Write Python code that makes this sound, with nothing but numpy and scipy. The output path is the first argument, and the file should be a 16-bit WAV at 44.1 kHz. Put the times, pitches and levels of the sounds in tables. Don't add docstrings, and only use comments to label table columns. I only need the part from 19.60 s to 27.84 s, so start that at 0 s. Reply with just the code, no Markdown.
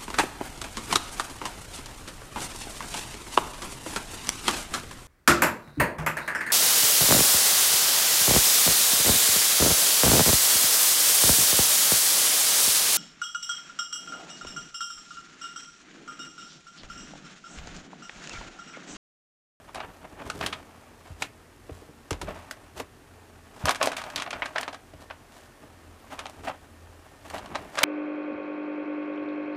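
import sys
import numpy as np
from scipy import signal
from scipy.fft import rfft, irfft
from scipy.io import wavfile
from scipy.ndimage import uniform_filter1d

SR = 44100
rng = np.random.default_rng(int(sys.argv[2]) if len(sys.argv) > 2 else 0)


def store_wav(level_fs):
    pcm = np.round(np.clip(np.atleast_2d(level_fs), -1, 1) * 32767)
    wavfile.write(sys.argv[1], SR, pcm.T.astype(np.int16))


N = 363384


def amp(db):
    return 10 ** (np.asarray(db) / 20)


def unit_rms(x):
    return x / np.sqrt(np.mean(x ** 2) + 1e-20)


def curve(points, hz):
    freq_hz, value = np.transpose(points)
    return np.interp(np.log(hz + 1), np.log(freq_hz + 1), value)


def add(mix, start_s, sound):
    part = mix[max(round(start_s * SR), 0):][:len(sound)]
    part += sound[:len(part)]


def bins_hz(size):
    return np.fft.rfftfreq(size, 1 / SR)


def colour(x, gain_db):
    log_gain = np.log(amp(np.maximum(gain_db, -100)))
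    mirrored = np.r_[log_gain, log_gain[-2:0:-1]]
    taps = np.fft.ifft(np.exp(np.conj(signal.hilbert(mirrored)))).real
    return signal.oaconvolve(x, taps[:len(log_gain)])[:len(x)]


def hump(hz, centre_hz, width_hz):
    return 1 / (1 + (2 * (hz - centre_hz) / width_hz) ** 2)


def clicks(size, per_s, spread_db):
    hit = rng.random(size) < per_s / SR
    height = np.minimum(rng.exponential(1, size), 4)
    return hit * rng.choice([-1, 1], size) * amp(spread_db * height)


def room_air(level_db=-55):
    # freq_hz, gain_db
    spectrum = [(15, -17), (28, -10), (42, 4), (62, -8), (110, -1), (150, -5.5), (190, -10.5), (270, -7),
                (420, -6), (700, -16), (1500, -16), (4000, -25.5), (10000, -27.5), (15000, -35.5)]
    white = rfft(rng.standard_normal(N))
    return amp(level_db) * unit_rms(irfft(white * amp(curve(spectrum, bins_hz(N))), N))


def appliance_hum(drone_hz=84, drone_width_hz=7, drone_gain_db=2):
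    # pitch_hz, level_db, width_hz
    tones = [(232, -67.5, 14), (292, -68.5, 26), (636, -82, 35), (1817, -72, 12)]
    # time_s, relative_db
    swell = [(0, -66), (2.2, -62.5), (2.9, -58), (4.5, -65), (5.7, -64.5), (6.2, -53.5), (7.7, -60),
             (8.24, -71)]
    hz = bins_hz(N)
    white = rfft(rng.standard_normal(N))
    hum = sum(amp(db) * unit_rms(irfft(white * hump(hz, f, width), N)) for f, db, width in tones)
    drone = unit_rms(irfft(white * hump(hz, drone_hz, drone_width_hz), N))
    drone_db = drone_gain_db + np.interp(np.arange(N) / SR, *np.transpose(swell))
    return hum + amp(drone_db) * drone


def squeaks(level_db=-72, sag=0.13, width_hz=350):
    # centre_s, length_s, top_hz
    whistles = [(0.312, .21, 13350), (2.67, 0.16, 13000), (6.43, 0.12, 13650), (6.51, 0.1, 13300)]
    out = np.zeros(N)
    for centre_s, length_s, top_hz in whistles:
        u = np.linspace(-1, 1, int(length_s * SR))
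        pitch_hz = top_hz * (1 - sag * np.abs(u) ** 1.5)
        tone = np.sin(2 * np.pi * np.cumsum(pitch_hz) / SR)
        waver = unit_rms(uniform_filter1d(rng.standard_normal(len(u)), int(SR / width_hz)))
        add(out, centre_s - length_s / 2, amp(level_db) * np.sqrt(1 - u ** 2) * waver * tone)
    return out


def room_reverb(x, predelay_s=1 / 120):
    # freq_hz, t60_s
    decay = [(150, 0.2), (700, 0.15), (2000, 0.21), (5000, 0.064), (13000, 0.1)]
    hz, t, reflections = signal.stft(clicks(SR // 2, per_s=3600, spread_db=1), SR, nperseg=256)
    fade = amp(-60 * t / curve(decay, hz)[:, None])
    _, tail = signal.istft(reflections * fade, SR, nperseg=256)
    tail = np.r_[np.zeros(int(predelay_s * SR)), tail]
    return signal.fftconvolve(x, tail / np.linalg.norm(tail))[:N]


def paw_envelopes(rise_share=0.43, swell_power=1.35, shuffle_hiss_db=-10, shuffle_rub_db=-16):
    # time_s, rustle_db
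    shuffle = [(0, -57.5), (1.15, -56), (1.85, -62), (2.4, -60.5), (2.85, -53.5), (3.25, -62.5),
               (4.0, -55.5), (4.5, -47), (5.25, -60), (6.3, -58.5), (6.65, -53), (7.1, -59), (8.24, -52.5)]
    # peak_s, length_s, rustle_db, hiss_db, rub_db
    strokes = [(.092, 0.02, -47, -75, -62), (0.294, 0.024, -48, -79, -49), (0.176, 0.024, -34, -55, -46),
               (0.242, 0.015, -33.5, -73, -42), (0.444, 0.024, -44.5, -72, -46),
               (0.531, 0.014, -53, -66, -44.5), (0.613, 0.042, -41, -64, -45),
               (0.668, 0.028, -43.5, -52.5, -39.5), (0.76, 0.03, -46.5, -50, -42),
               (0.84, 0.083, -41.5, -46, -38.5), (0.957, 0.17, -51.5, -66, -55.5),
               (1.48, 0.062, -53, -60, -63), (1.624, 0.039, -49, -48, -45.5),
               (2.16, 0.11, -55.5, -59.5, -57), (2.546, 0.03, -48, -59, -47),
               (2.632, 0.026, -58, -54, -37.5), (2.695, 0.032, -36.5, -56.5, -40),
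               (2.76, 0.078, -46, -61, -51), (3.179, 0.019, -42, -46.5, -43),
               (3.202, 0.017, -39.5, -43.5, -48), (4.006, .09, -51, -55, -55),
               (4.085, 0.053, -32, -56, -49), (4.238, 0.042, -30.5, -45, -46),
               (4.323, .05, -39.5, -58, -67), (4.377, .05, -46, -58, -66), (4.466, 0.024, -39, -57, -62),
               (4.594, 0.085, -39.5, -67, -49), (4.751, 0.036, -37.5, -70, -46.5),
               (4.853, 0.059, -39.5, -56, -56), (4.997, 0.068, -39, -56, -66),
               (5.088, 0.013, -38, -67, -66), (5.419, 0.026, -50, -56, -53), (5.772, 0.088, -54, -57, -71),
               (6.037, 0.031, -52, -63, -49), (6.527, 0.024, -38.5, -50.5, -55),
               (6.602, 0.049, -43, -68, -73), (6.795, 0.086, -59, -74, -51.5),
               (6.852, 0.023, -42.5, -50, -49), (6.888, 0.033, -32, -56, -64),
               (7.67, 0.041, -47, -54.5, -50.5), (7.753, 0.038, -34.5, -49.5, -45),
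               (7.83, 0.077, -47.5, -65, -49), (7.922, 0.039, -45, -75, -44), (8.02, 0.11, -48, -61.5, -47),
               (8.187, 0.056, -39.5, -50, -67)]
    t = np.arange(0, N + 50, 50) / SR
    shuffle_db = np.interp(t, *np.transpose(shuffle))
    power = amp(shuffle_db + np.c_[[0, shuffle_hiss_db, shuffle_rub_db]]) ** 2
    for peak_s, length_s, *levels_db in strokes:
        reach_s = length_s * np.where(t < peak_s, rise_share, 1 - rise_share)
        swell = np.exp(-np.abs((t - peak_s) / reach_s) ** swell_power)
        power += amp(np.c_[levels_db]) ** 2 * swell
    return [np.interp(np.arange(N) / SR, t, np.sqrt(p)) for p in power]


def cardboard_rub(rub_gain):
    # freq_hz, gain_db
    spectrum = [(30, -13), (70, -0.5), (130, -3), (200, -2), (300, -1.5), (450, -3), (700, -16),
                (2000, -55), (15000, -97)]
    return rub_gain * unit_rms(colour(rng.standard_normal(N), curve(spectrum, bins_hz(8192))))


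def box_bumps(spread_octaves=0.86, rise_s=0.0014, leak_hz=45):
    # start_s, level_db, centre_hz
    blows = [(0.658, -48, 90), (0.839, -40.5, 100), (1.503, -40, 85), (2.093, -40.5, 380),
             (2.115, -40.5, 94), (2.22, -50, 350), (2.288, -48.5, 280), (2.511, -32, 348),
             (2.517, -30.5, 61.7), (2.624, -38, 57.6), (2.662, -45, 48), (3.2, -37.5, 420),
             (3.212, -52, 85), (4.039, -29, 126), (5.334, -46.5, 151)]
    # freq_hz, gain_db, t60_s
    modes = [(42, 7.5, 0.26), (75.6, 1, 0.15), (85.4, 7.5, 0.11), (106.5, 4.5, 0.1), (137, 0.5, 0.11),
             (171, -7, 0.22), (210, -7, 0.033), (249, -6, 0.13), (287, -1, 0.097), (323, 3, 0.062),
             (395, -1, 0.097), (458, 8, 0.061)]
    t, out = np.arange(SR // 2) / SR, np.zeros(N)
    hz, gain_db, t60_s = np.transpose(modes)[:, :, None]
    leak = signal.butter(2, leak_hz, "high", fs=SR)
    for start_s, level_db, centre_hz in blows:
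        detune, phase = rng.random((2, len(modes), 1))
        tuned_hz = hz * (1 + 0.04 * (detune - 0.5))
        weight = np.exp(-0.5 * (np.log2(hz / centre_hz) / spread_octaves) ** 2)
        rings = weight * amp(gain_db - 60 * t / t60_s) * np.sin(2 * np.pi * (tuned_hz * t + phase))
        boom = signal.lfilter(*leak, rings.sum(0) * (1 - np.exp(-t / rise_s)))
        onset_rms = np.sqrt(np.mean(boom[:SR // 50] ** 2))
        add(out, start_s, amp(level_db) * boom / onset_rms)
    return out


def tray_db(hz):
    # centre_hz, width_hz, gain_db
    resonances = [(270.4, 57, 12.5), (604, 110, 4.5), (826, 340, 2), (1125, 75, 3), (1255, 32, 3),
                  (2070, 320, -2), (2940, 66, -2.5)]
    return sum(db * hump(hz, f, width) for f, width, db in resonances)


def pellet_drag(rustle_gain, hiss_gain, hiss_db=-2, tick_db=-3, slip_db=2):
    # freq_hz, gain_db
    rustle_eq = [(60, -17), (160, -6), (300, -8), (480, -5), (660, 4), (1000, 1.5), (1600, -1.5),
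                 (2800, -7), (4200, -21), (9000, -42), (15000, -49)]
    # freq_hz, gain_db
    hiss_eq = [(1500, -26), (3000, 1.5), (4500, 0), (8000, -2), (12000, -9), (15000, -16)]
    # freq_hz, gain_db
    tick_eq = [(300, -25), (1200, 3), (3200, 0.5), (8000, -5), (15000, -12)]
    hz = bins_hz(2048)
    drift = uniform_filter1d(uniform_filter1d(rng.standard_normal(N), 400), 200)
    slips = amp(slip_db * unit_rms(drift))
    rustle = colour(clicks(N, per_s=1700, spread_db=0.5) * slips, curve(rustle_eq, hz) + tray_db(hz))
    hiss = colour(clicks(N, per_s=1700, spread_db=-1) * slips, curve(hiss_eq, hz))
    ticks = colour(clicks(N, per_s=170, spread_db=2.5), curve(tick_eq, hz))
    scratch = amp(hiss_db) * unit_rms(hiss) + amp(tick_db) * unit_rms(ticks)
    return rustle_gain * unit_rms(rustle) + hiss_gain * scratch


def pellet_cracks(lead_s, crumble_s, build_s=0.00074, lead_db=-6, snap=0.12, echo_db=-7, t60_s=0.091):
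    t = np.arange(SR // 5) / SR - lead_s
    after_s = np.maximum(t, 0)
    load = np.where(t < 0, amp(lead_db) * np.exp(-np.abs(t) / build_s), np.exp(-after_s / crumble_s))
    cracks = clicks(len(t), per_s=5000, spread_db=3.5) * load
    cracks /= np.linalg.norm(cracks) + 1e-9
    cracks[int(lead_s * SR)] += snap
    echo_envelope = amp(-60 * after_s / t60_s) * (1 - np.exp(-after_s / 0.00053))
    echo = rng.standard_normal(len(t)) * echo_envelope
    return cracks / np.linalg.norm(cracks) + amp(echo_db) * echo / np.linalg.norm(echo)


def struck_spot_db(hz, ring_hz, treble_db, ring_db=6.5, width_share=0.38):
    body_db = 3 - 7.5 * np.log2(ring_hz / 1210)
    # freq_hz, gain_db
    shape = [(50, body_db - 24), (190, body_db - 23.5), (480, body_db - 6.5), (640, body_db - 0.7),
             (1100, -0.71), (2400, 0.23),
             (4600, 0.34 * treble_db), (10000, treble_db), (15000, 2.3 * treble_db - 3)]
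    return curve(shape, hz) + tray_db(hz) + ring_db * hump(hz, ring_hz, width_share * ring_hz)


def pellet_crunches(lead_s=0.012):
    # snap_s, level_db, ring_hz, treble_db, crumble_s
    crunches = [(.147, -39, 1400, -11, 0.0032), (.156, -37.5, 890, -17, 0.0069),
                (.203, -33.5, 1230, -35, 0.0077), (.677, -48, 454, -6, 0.0031),
                (.7005, -30, 1390, -13.5, 0.0032), (.811, -30, 1190, -27, 0.0075),
                (0.826, -30.5, 1780, -33, 0.02), (0.863, -27.5, 3400, -10, 0.0056),
                (0.927, -30.5, 3440, -24.5, 0.0093), (1.622, -26, 2440, -13.5, 0.0049),
                (2.095, -43, 403, -71, 0.0025), (2.508, -30, 1160, -10.5, 0.0041),
                (2.53, -37.5, 970, -16, 0.0025), (2.615, -34, 1220, -11.5, 0.0074),
                (2.682, -38, 610, -41, 0.0048), (2.911, -35, 1670, -6.5, 0.0033),
                (3.2, -34, 1110, -50, 0.0053), (4.0558, -24.5, 1310, -5.5, .0034),
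                (4.071, -27.5, 790, -24, 0.0067), (4.083, -23.5, 1660, -21, 0.0087),
                (4.0933, -18, 1060, -17.5, 0.0013), (4.108, -27.5, 1870, -7, 0.0071),
                (4.148, -36, 1700, -13, 0.0017), (4.157, -34, 2130, -12, 0.0049),
                (4.2119, -21.5, 1140, -41, 0.0094), (4.229, -23.5, 2400, -9.5, 0.0021),
                (4.258, -30, 880, -6, 0.0057), (4.273, -21, 790, -16.5, 0.0012),
                (4.318, -34.5, 1400, -15, 0.0032), (4.33, -37, 1110, -19, 0.0086),
                (4.367, -33, 2500, -8, 0.0069), (4.381, -33.5, 1450, -18, 0.025),
                (4.417, -38.5, 1310, -13, 0.0037), (4.439, -38, 1200, -19, .006),
                (4.501, -41.5, 1520, -12, .006), (4.56, -28.5, 4520, -11.5, .004),
                (4.577, -32, 3340, -16, 0.019), (4.599, -33, 3000, -20, 0.0064),
                (4.621, -31, 2230, -16, 0.0055), (4.663, -37.5, 1150, -37, 0.0022),
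                (4.675, -36.5, 770, -39, 0.0047), (4.707, -34.5, 2600, -13, 0.0036),
                (4.73, -30.5, 1330, -26, 0.0085), (4.821, -25.5, 2180, -51, 0.0085),
                (4.857, -34, 1760, -18.5, 0.0089), (4.959, -26, 1500, -40, 0.0081),
                (4.982, -26.5, 1860, -21, 0.003), (5.01, -37, 1220, -5, .005),
                (5.031, -33.5, 1790, -22, 0.0035), (5.079, -32, 1080, -24.5, 0.0069),
                (5.128, -39, 756, -18, 0.016), (5.145, -41, 1500, -18, 0.0034),
                (5.336, -47.5, 510, -22, 0.007), (5.501, -41.5, 930, -48, 0.0051),
                (5.508, -38, 1320, -37, 0.0045), (6.591, -34, 1200, -14, 0.007),
                (6.657, -37, 890, -22, 0.0017), (6.666, -40.5, 1120, -18, 0.0028),
                (6.697, -45.5, 920, -7, .003), (6.883, -38, 810, -15, 0.012), (7.7, -43, 1610, -8, 0.0037),
                (7.78, -38.5, 820, -13, 0.01), (7.86, -44, 1300, -19, 0.0018),
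                (7.949, -35.5, 795, -26, 0.0034), (7.955, -27, 1020, -24, 0.0038),
                (8.154, -39.5, 1680, -15, 0.0026), (8.174, -33, 1400, -24, 0.0053),
                (8.181, -27.5, 1600, -26, 0.0056), (8.187, -24, 1650, -17.5, 0.0041),
                (8.208, -33, 1300, -46, 0.0054), (8.219, -29, 875, -33, 0.0049),
                (8.233, -17.5, 2950, -6, 0.0019), (8.2375, -13.5, 3270, -30, 0.0017)]
    hz, out = bins_hz(2048), np.zeros(N)
    for snap_s, level_db, ring_hz, treble_db, crumble_s in crunches:
        crunch = colour(pellet_cracks(lead_s, crumble_s), struck_spot_db(hz, ring_hz, treble_db))
        burst_rms = np.sqrt(np.sum(crunch ** 2) / (SR / 70))
        add(out, snap_s - lead_s, amp(level_db) * crunch / burst_rms)
    return out


def scene(reverb_db=-15):
    rustle_gain, hiss_gain, rub_gain = paw_envelopes()
    pellets = pellet_crunches() + pellet_drag(rustle_gain, hiss_gain)
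    kitten = pellets + box_bumps() + cardboard_rub(rub_gain)
    reverb = amp(reverb_db) * room_reverb(kitten)
    return (kitten + reverb + squeaks() + room_air() + appliance_hum())[None]


def record(dry, ceiling=0.53, cutoff_hz=15200):
    rounded = ceiling * np.tanh(dry / ceiling)
    lowpass = signal.firwin(255, cutoff_hz, window=("kaiser", 8), fs=SR)
    return signal.oaconvolve(rounded, lowpass[None], "same")


dry = scene()
out = record(dry)
store_wav(out)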